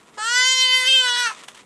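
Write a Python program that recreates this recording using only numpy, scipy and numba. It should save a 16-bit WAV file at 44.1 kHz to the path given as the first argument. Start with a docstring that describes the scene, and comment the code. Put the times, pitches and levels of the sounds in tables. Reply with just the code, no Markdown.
"""Dry grass rustles over faint outdoor air; then a small antelope, seized by a big cat, gives one
long, loud distress bleat. Its pitch rises, holds, cracks upward and sags, and it ends in a rasp.
The voice is a source and a filter: pulses from the vocal folds excite throat resonances that move
as the mouth opens and closes. The struggle's rustle and closing scuffs are dense trains of tiny
impacts, and the vegetation scatters a short wash of echoes."""
import sys
import numpy as np
from scipy import signal
from scipy.fft import rfft, irfft
from scipy.io import wavfile
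from scipy.ndimage import uniform_filter1d
from numba import njit

SR = 44100
rng = np.random.default_rng(int(sys.argv[2]) if len(sys.argv) > 2 else 0)


def store_wav(level_fs):
    """Save 16-bit WAV to argv[1]."""
    pcm = np.round(np.clip(np.atleast_2d(level_fs), -1, 1) * 32767)
    wavfile.write(sys.argv[1], SR, pcm.T.astype(np.int16))


N = 72765
T = np.arange(N) / SR

# Spectra of the air, grass and grit. Each row: frequency in Hz, relative level in dB.
AIR_SPECTRUM = [(25,-20),(60,-15),(110,-12),(200,-3),(450,-4),(700,-8),(1000,-7.5),(1400,-9.5),(3000,-32),(5000,-44),(8000,-21),(12000,-30)]
GRASS_SPECTRUM = [(120, -48), (200, -8.5), (903, -5), (984, 5.5), (1460, -0.5), (1560, -9), (1890, 1.5),
                  (3740, -2.5), (4600, -8), (8230, -7), (12000, -31.5), (15600, -57), (22000, -120)]
GRIT_SPECTRUM = [(120, -40), (200, -13), (589, -11), (1070, -2.5), (1820, -0.5), (2400, -8), (3210, 1.5),
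                 (4080, -9.5), (8970, -11), (12000, -20.5), (15600, -60.5), (22000, -120)]
# Envelope of the rustling grass. Each row: time in seconds, level in dB.
RUSTLE_LEVEL = [(0,-56.5),(0.06,-58.5),(0.085,-50),(0.115,-63.5),(0.15,-51.5),(0.4,-70),(0.68,-60),(0.75,-44.5),(0.85,-42.5),(0.92,-53),(1.03,-65),(1.1,-50),(1.34,-41.5),(1.445,-48),(1.468,-57),(1.5,-45),(1.525,-53.5),(1.605,-47.5),(1.645,-61)]
# Fundamental of the vocal folds. Each row: time in seconds, frequency in Hz.
PITCH = [(0.18, 417.2), (0.205, 424.6), (0.3, 475.5), (0.335, 488.4), (0.385, 500.7), (0.43, 505.9),
         (0.465, 514.6), (0.52, 519), (0.56, 514.8), (0.625, 515.7), (0.68, 509.8), (0.77, 513.9),
         (0.835, 510.1), (0.868, 512), (0.888, 532), (0.918, 520.2), (0.948, 530.3), (0.968, 515.8),
         (0.995, 516), (1.04, 501.7), (1.115, 485.6), (1.22, 490.5), (1.25, 477.6), (1.28, 447.6),
         (1.32, 426)]
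# Hoarseness. Each row: time in seconds, breath noise in dB relative to the pulses,
# depth of period doubling from 0 to 1.
HOARSENESS = [(0.178,-6.5,0),(0.192,-17,0.05),(0.285,-21,0),(0.33,-34.5,0),(0.53,-29,0),(0.58,-31,0.08),(0.65,-33,0),(0.78,-40,0.01),(0.825,-24.5,0),(0.85,-33,0.13),(0.876,-24,0),(0.9,-34,0),(1.04,-26,0),(1.085,-15,0.08),(1.115,-39,0.1),(1.16,-12,0),(1.22,-20,0),(1.275,-12.5,0),(1.3,-3.5,0.3)]
# Nasal anti-resonance. Each row: time in seconds, centre in Hz.
NASAL_DIP = [(0.2,2160),(0.32,2373),(0.43,2533),(0.55,2370),(0.8,2440),(0.92,2196),(1.0,1800),(1.1,2446),(1.16,2374),(1.225,2950),(1.28,2340)]
# Throat resonances; the first follows the mouth, the second is piercing.
# Each row: time in seconds, centre in Hz, relative level in dB.
FORMANT_1 = [(0.192,1420,-2),(0.258,1440,2.5),(0.382,1707,2.5),(0.5,1900,-4.5),(0.62,2060,-7.5),(0.77,2110,-0.5),(0.84,1870,1),(0.912,1920,-14.5),(0.99,1600,-5.5),(1.06,1595,-0.5),(1.19,1660,-2.5),(1.275,1503,2.5),(1.32,1300,3)]
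FORMANT_2 = [(0.19,3160,-13),(0.27,2950,-3.5),(0.38,3070,-3),(0.5,3130,0),(0.57,3240,-3),(0.63,3180,0.5),(0.74,2920,1),(0.82,3420,-6.5),(0.882,2960,2),(0.988,3015,9.5),(1.05,3130,-2.5),(1.12,3320,3),(1.21,3290,-3),(1.255,2860,-7),(1.28,2546,-3.5),(1.311,2520,-4)]
FORMANT_3 = [(0.19,4200,-12),(0.27,4240,-5.5),(0.38,4550,-2.5),(0.5,4460,-6),(0.62,4090,-3.5),(0.72,4470,-6.5),(0.82,4640,-7.5),(0.95,4700,-9.5),(1.08,3840,-2.5),(1.19,3810,-3.5),(1.3,4260,-9.5)]
FORMANT_4 = [(0.19,6160,-16),(0.36,5900,-2),(0.46,6150,-10),(0.52,6440,-15),(0.56,5000,-4.5),(0.61,5940,-6),(0.69,4870,-40),(0.82,6600,-12),(0.95,5700,-16),(1.08,5260,-8.5),(1.22,5500,-8),(1.3,5900,-9.5)]
FORMANT_5 = [(0.19,7350,-11),(0.27,7720,-5),(0.38,6910,-8),(0.52,6690,-5.5),(0.6,6670,-9),(0.69,7500,-21.5),(0.81,7750,-11),(0.92,7500,-17),(0.99,7300,-8.5),(1.07,8340,-13),(1.21,7930,-12.5),(1.3,8300,-15.5)]
# Thin top band of the voice. 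Each row: time in seconds, relative level in dB.
SHEEN_LEVEL = [(0.28,-46),(0.38,-37),(0.66,-27.5),(0.82,-17),(1.0,-30),(1.09,-29),(1.22,-25)]
# Envelope of the resonant part of the cry. Each row: time in seconds, level in dB.
CRY_LEVEL = [(0.172, -44), (0.182, -32.5), (0.2, -28.5), (0.265, -22.5), (0.305, -21), (0.37, -16.1),
             (0.53, -16.5), (0.56, -20.0), (0.625, -15), (0.675, -18), (0.745, -14.5), (0.8, -19.5),
             (0.85, -20.5), (0.878, -15), (0.92, -14), (0.958, -12.5), (1.005, -15.5), (1.025, -19.5),
             (1.27, -20), (1.3, -28), (1.335, -41.5)]
# Two clean low partials. Each row: time in seconds, relative levels of the first and second in dB.
LOW_PARTIALS = [(0.18, -39, -35), (0.202, -60.5, -31), (0.25, -51, -55), (0.272, -57, -44.5),
                (0.326, -47.5, -41), (0.466, -46.5, -32.5), (0.816, -42.5, -33), (0.932, -37, -79),
                (1.04, -40.5, -33.5), (1.176, -42.5, -30), (1.31, -50, -42), (1.335, -59, -53)]
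# Grunts of the throat. Each row: time of the peak in seconds, level in dB, centre in Hz.
GRUNTS = [(0.179,-39,600),(1.3,-38.5,1160),(1.316,-33,1020)]
# Scuffs of bodies on dry ground. Each row: time of the peak in seconds, relative level in dB.
SCUFFS = [(1.39,-36.5),(1.437,-32),(1.4845,-25),(1.548,-34),(1.575,-36.5)]


def from_db(db):
    """Amplitude grows tenfold for every 20 dB."""
    return 10 ** (np.asarray(db) / 20)


def curves(rows):
    """Linear interpolation in time gives one curve for each value column."""
    times, *columns = np.transpose(rows)
    return [np.interp(T, times, column) for column in columns]


def unit_rms(x):
    """Division by the root mean square gives unit power."""
    return x / np.sqrt(np.mean(x ** 2) + 1e-20)


def levelled(x, samples=500):
    """Division by the running root mean square holds the short-term power near one."""
    power = uniform_filter1d(uniform_filter1d(x ** 2, samples), samples)
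    return x / np.sqrt(np.abs(power) + 1e-20)


def coloured(x, spectrum):
    """Filtering is multiplication of spectra; the result has unit power."""
    hz, db = np.transpose(spectrum)
    bin_hz = np.maximum(np.fft.rfftfreq(N, 1 / SR), 1)
    gain = from_db(np.interp(np.log(bin_hz), np.log(hz), db))
    return unit_rms(irfft(rfft(x) * gain, N))


def outdoor_air(level_db=-54):
    """Stationary noise, weighted toward low frequencies, is heard as a steady hush."""
    return from_db(level_db) * coloured(rng.standard_normal(N), AIR_SPECTRUM)


def crackle(spectrum, snaps_per_s=6000, spread_db=5):
    """Independent tiny snaps of stalks or grit add up to shot noise."""
    snaps = (rng.random(N) < snaps_per_s / SR) * rng.choice([-1, 1], N)
    strength = from_db(spread_db * np.minimum(rng.exponential(1, N), 4))
    return coloured(snaps * strength, spectrum)


def grass_rustle():
    """The struggle modulates the amplitude of the shot noise from the stalks."""
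    return from_db(curves(RUSTLE_LEVEL)[0]) * crackle(GRASS_SPECTRUM)


def vegetation_scatter(x, t60_s=.18, wash_db=-14, treble_db=-11.5, treble_hz=5100):
    """Scattering by grass and bushes gives a decaying wash; thin stalks return more of the treble."""
    tail = rng.standard_normal(N) * from_db(-60 * T / t60_s) * (T > .002)
    wash = signal.fftconvolve(x, tail / np.sqrt(np.sum(tail ** 2)))[:N]
    treble = signal.sosfilt(signal.butter(3, treble_hz, "high", fs=SR, output="sos"), wash)
    return from_db(wash_db) * wash + from_db(treble_db) * treble


def drift(hz):
    """Low-passed noise of unit power wanders at rates up to about the cutoff."""
    return unit_rms(signal.sosfilt(signal.butter(2, hz, fs=SR, output="sos"), rng.standard_normal(N)))


def harmonic(phase, hz, flicker_db=4, flicker_rad=0.64, rate_hz=17, full_depth_hz=5560):
    """Random amplitude and phase modulation makes a partial flicker, the high ones most."""
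    depth = np.minimum(hz / full_depth_hz, 1) ** 2
    gain = from_db(depth * flicker_db * drift(rate_hz))
    return gain * np.cos(phase + depth * flicker_rad * drift(rate_hz))


def vocal_folds(harmonics=26, clean_jitter=.0008, rasp_jitter=0.0355, jitter_rate_hz=126):
    """Vibrating folds chop the breath into pulses and puffs; hoarseness makes the period irregular."""
    pitch_hz, = curves(PITCH)
    breath_db, doubling = curves(HOARSENESS)
    breath = from_db(breath_db)
    jitter = (clean_jitter + rasp_jitter * breath) * drift(jitter_rate_hz)
    phase = 2 * np.pi * np.cumsum(pitch_hz * (1 + jitter)) / SR
    pulses = unit_rms(sum(harmonic(k * phase, k * pitch_hz) for k in range(1, harmonics + 1)))
    puffs = rng.standard_normal(N) * (1 + .5 * np.cos(phase))
    alternation = 1 + doubling * np.cos(phase / 2)   # strong and weak pulses take turns
    return pulses * alternation + breath * puffs, phase


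@njit
def band_pass(x, centre_hz, width_hz):
    """A damped two-pole resonator passes a band around its moving centre."""
    w = 2 * np.pi * centre_hz / SR
    r = np.exp(-np.pi * width_hz / SR)
    y = np.zeros(len(x))
    for i in range(2, len(x)):
        y[i] = (1 - r * r) / 2 * (x[i] - x[i - 2]) + 2 * r * np.cos(w[i]) * y[i - 1] - r * r * y[i - 2]
    return y


def resonance(x, hz, stage_width_hz):
    """Two resonators in cascade steepen the skirts of a peak; the output is held at unit level."""
    centre_hz = hz * np.ones(N)
    once = band_pass(x, centre_hz, stage_width_hz)
    return levelled(band_pass(once, centre_hz, stage_width_hz))


def vocal_tract(source, sheen_hz=10030):
    """A nasal anti-resonance cuts a notch; five moving formants and a top band resonate in parallel."""
    notched = source - band_pass(source, curves(NASAL_DIP)[0], width_hz=118)
    voice = from_db(curves(SHEEN_LEVEL)[0]) * resonance(notched, sheen_hz, stage_width_hz=1170)
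    for formant, stage_width_hz in ((FORMANT_1, 574), (FORMANT_2, 537), (FORMANT_3, 830),
                                    (FORMANT_4, 880), (FORMANT_5, 1020)):
        hz, db = curves(formant)
        voice += from_db(db) * resonance(notched, hz, stage_width_hz)
    return levelled(voice)


def bleat(start_s=.171, end_s=1.325, attack_s=0.0095, release_s=0.0099):
    """The tract filters the folds' pulses, above two low partials that weaken with hoarseness."""
    source, phase = vocal_folds()
    cry = from_db(curves(CRY_LEVEL)[0]) * vocal_tract(source)
    first_db, second_db = curves(LOW_PARTIALS)
    first = from_db(first_db - 3) * np.cos(phase)
    second = from_db(second_db - 2.5) * np.cos(2 * phase)
    low_partials = -np.sqrt(2) * (first + second)
    clarity = 1 - np.clip(from_db(curves(HOARSENESS)[0]), 0, 1)
    attack = np.clip((T - start_s) / attack_s, 0, 1)
    release = np.exp(-np.maximum(T - end_s, 0) / release_s)
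    return attack * release * (cry + clarity * low_partials)


def grunts(half_length_s=0.0072):
    """Brief noise excites a low resonance as the throat opens and shuts at the ends of the cry."""
    breath = rng.standard_normal(N)
    bursts = np.zeros(N)
    for peak_s, db, hz in GRUNTS:
        envelope = from_db(db) * np.exp(-((T - peak_s) / half_length_s) ** 2)
        bursts += envelope * resonance(breath, hz, stage_width_hz=580)
    return bursts


def ground_scuffs(gain_db=-6.5, rise_s=0.0017, decay_s=0.0081):
    """Friction of bodies on dry ground gives bursts of grit noise that rise and decay exponentially."""
    envelope = np.zeros(N)
    for peak_s, db in SCUFFS:
        burst = np.exp(-np.maximum((peak_s - T) / rise_s, (T - peak_s) / decay_s))
        envelope += from_db(db + gain_db) * burst
    return envelope * crackle(GRIT_SPECTRUM)


def scene():
    """Cry, struggle, air and echoes add by superposition, alike in both channels."""
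    animals = bleat() + grunts() + grass_rustle() + ground_scuffs()
    return np.tile(animals + outdoor_air() + vegetation_scatter(animals), (2, 1))


def record(dry):
    """An elliptic low-pass filter cuts the highest treble steeply."""
    cutoff_hz = 12000
    return signal.sosfilt(signal.ellip(12, .1, 80, cutoff_hz, fs=SR, output="sos"), dry)


dry = scene()
out = record(dry)
store_wav(out)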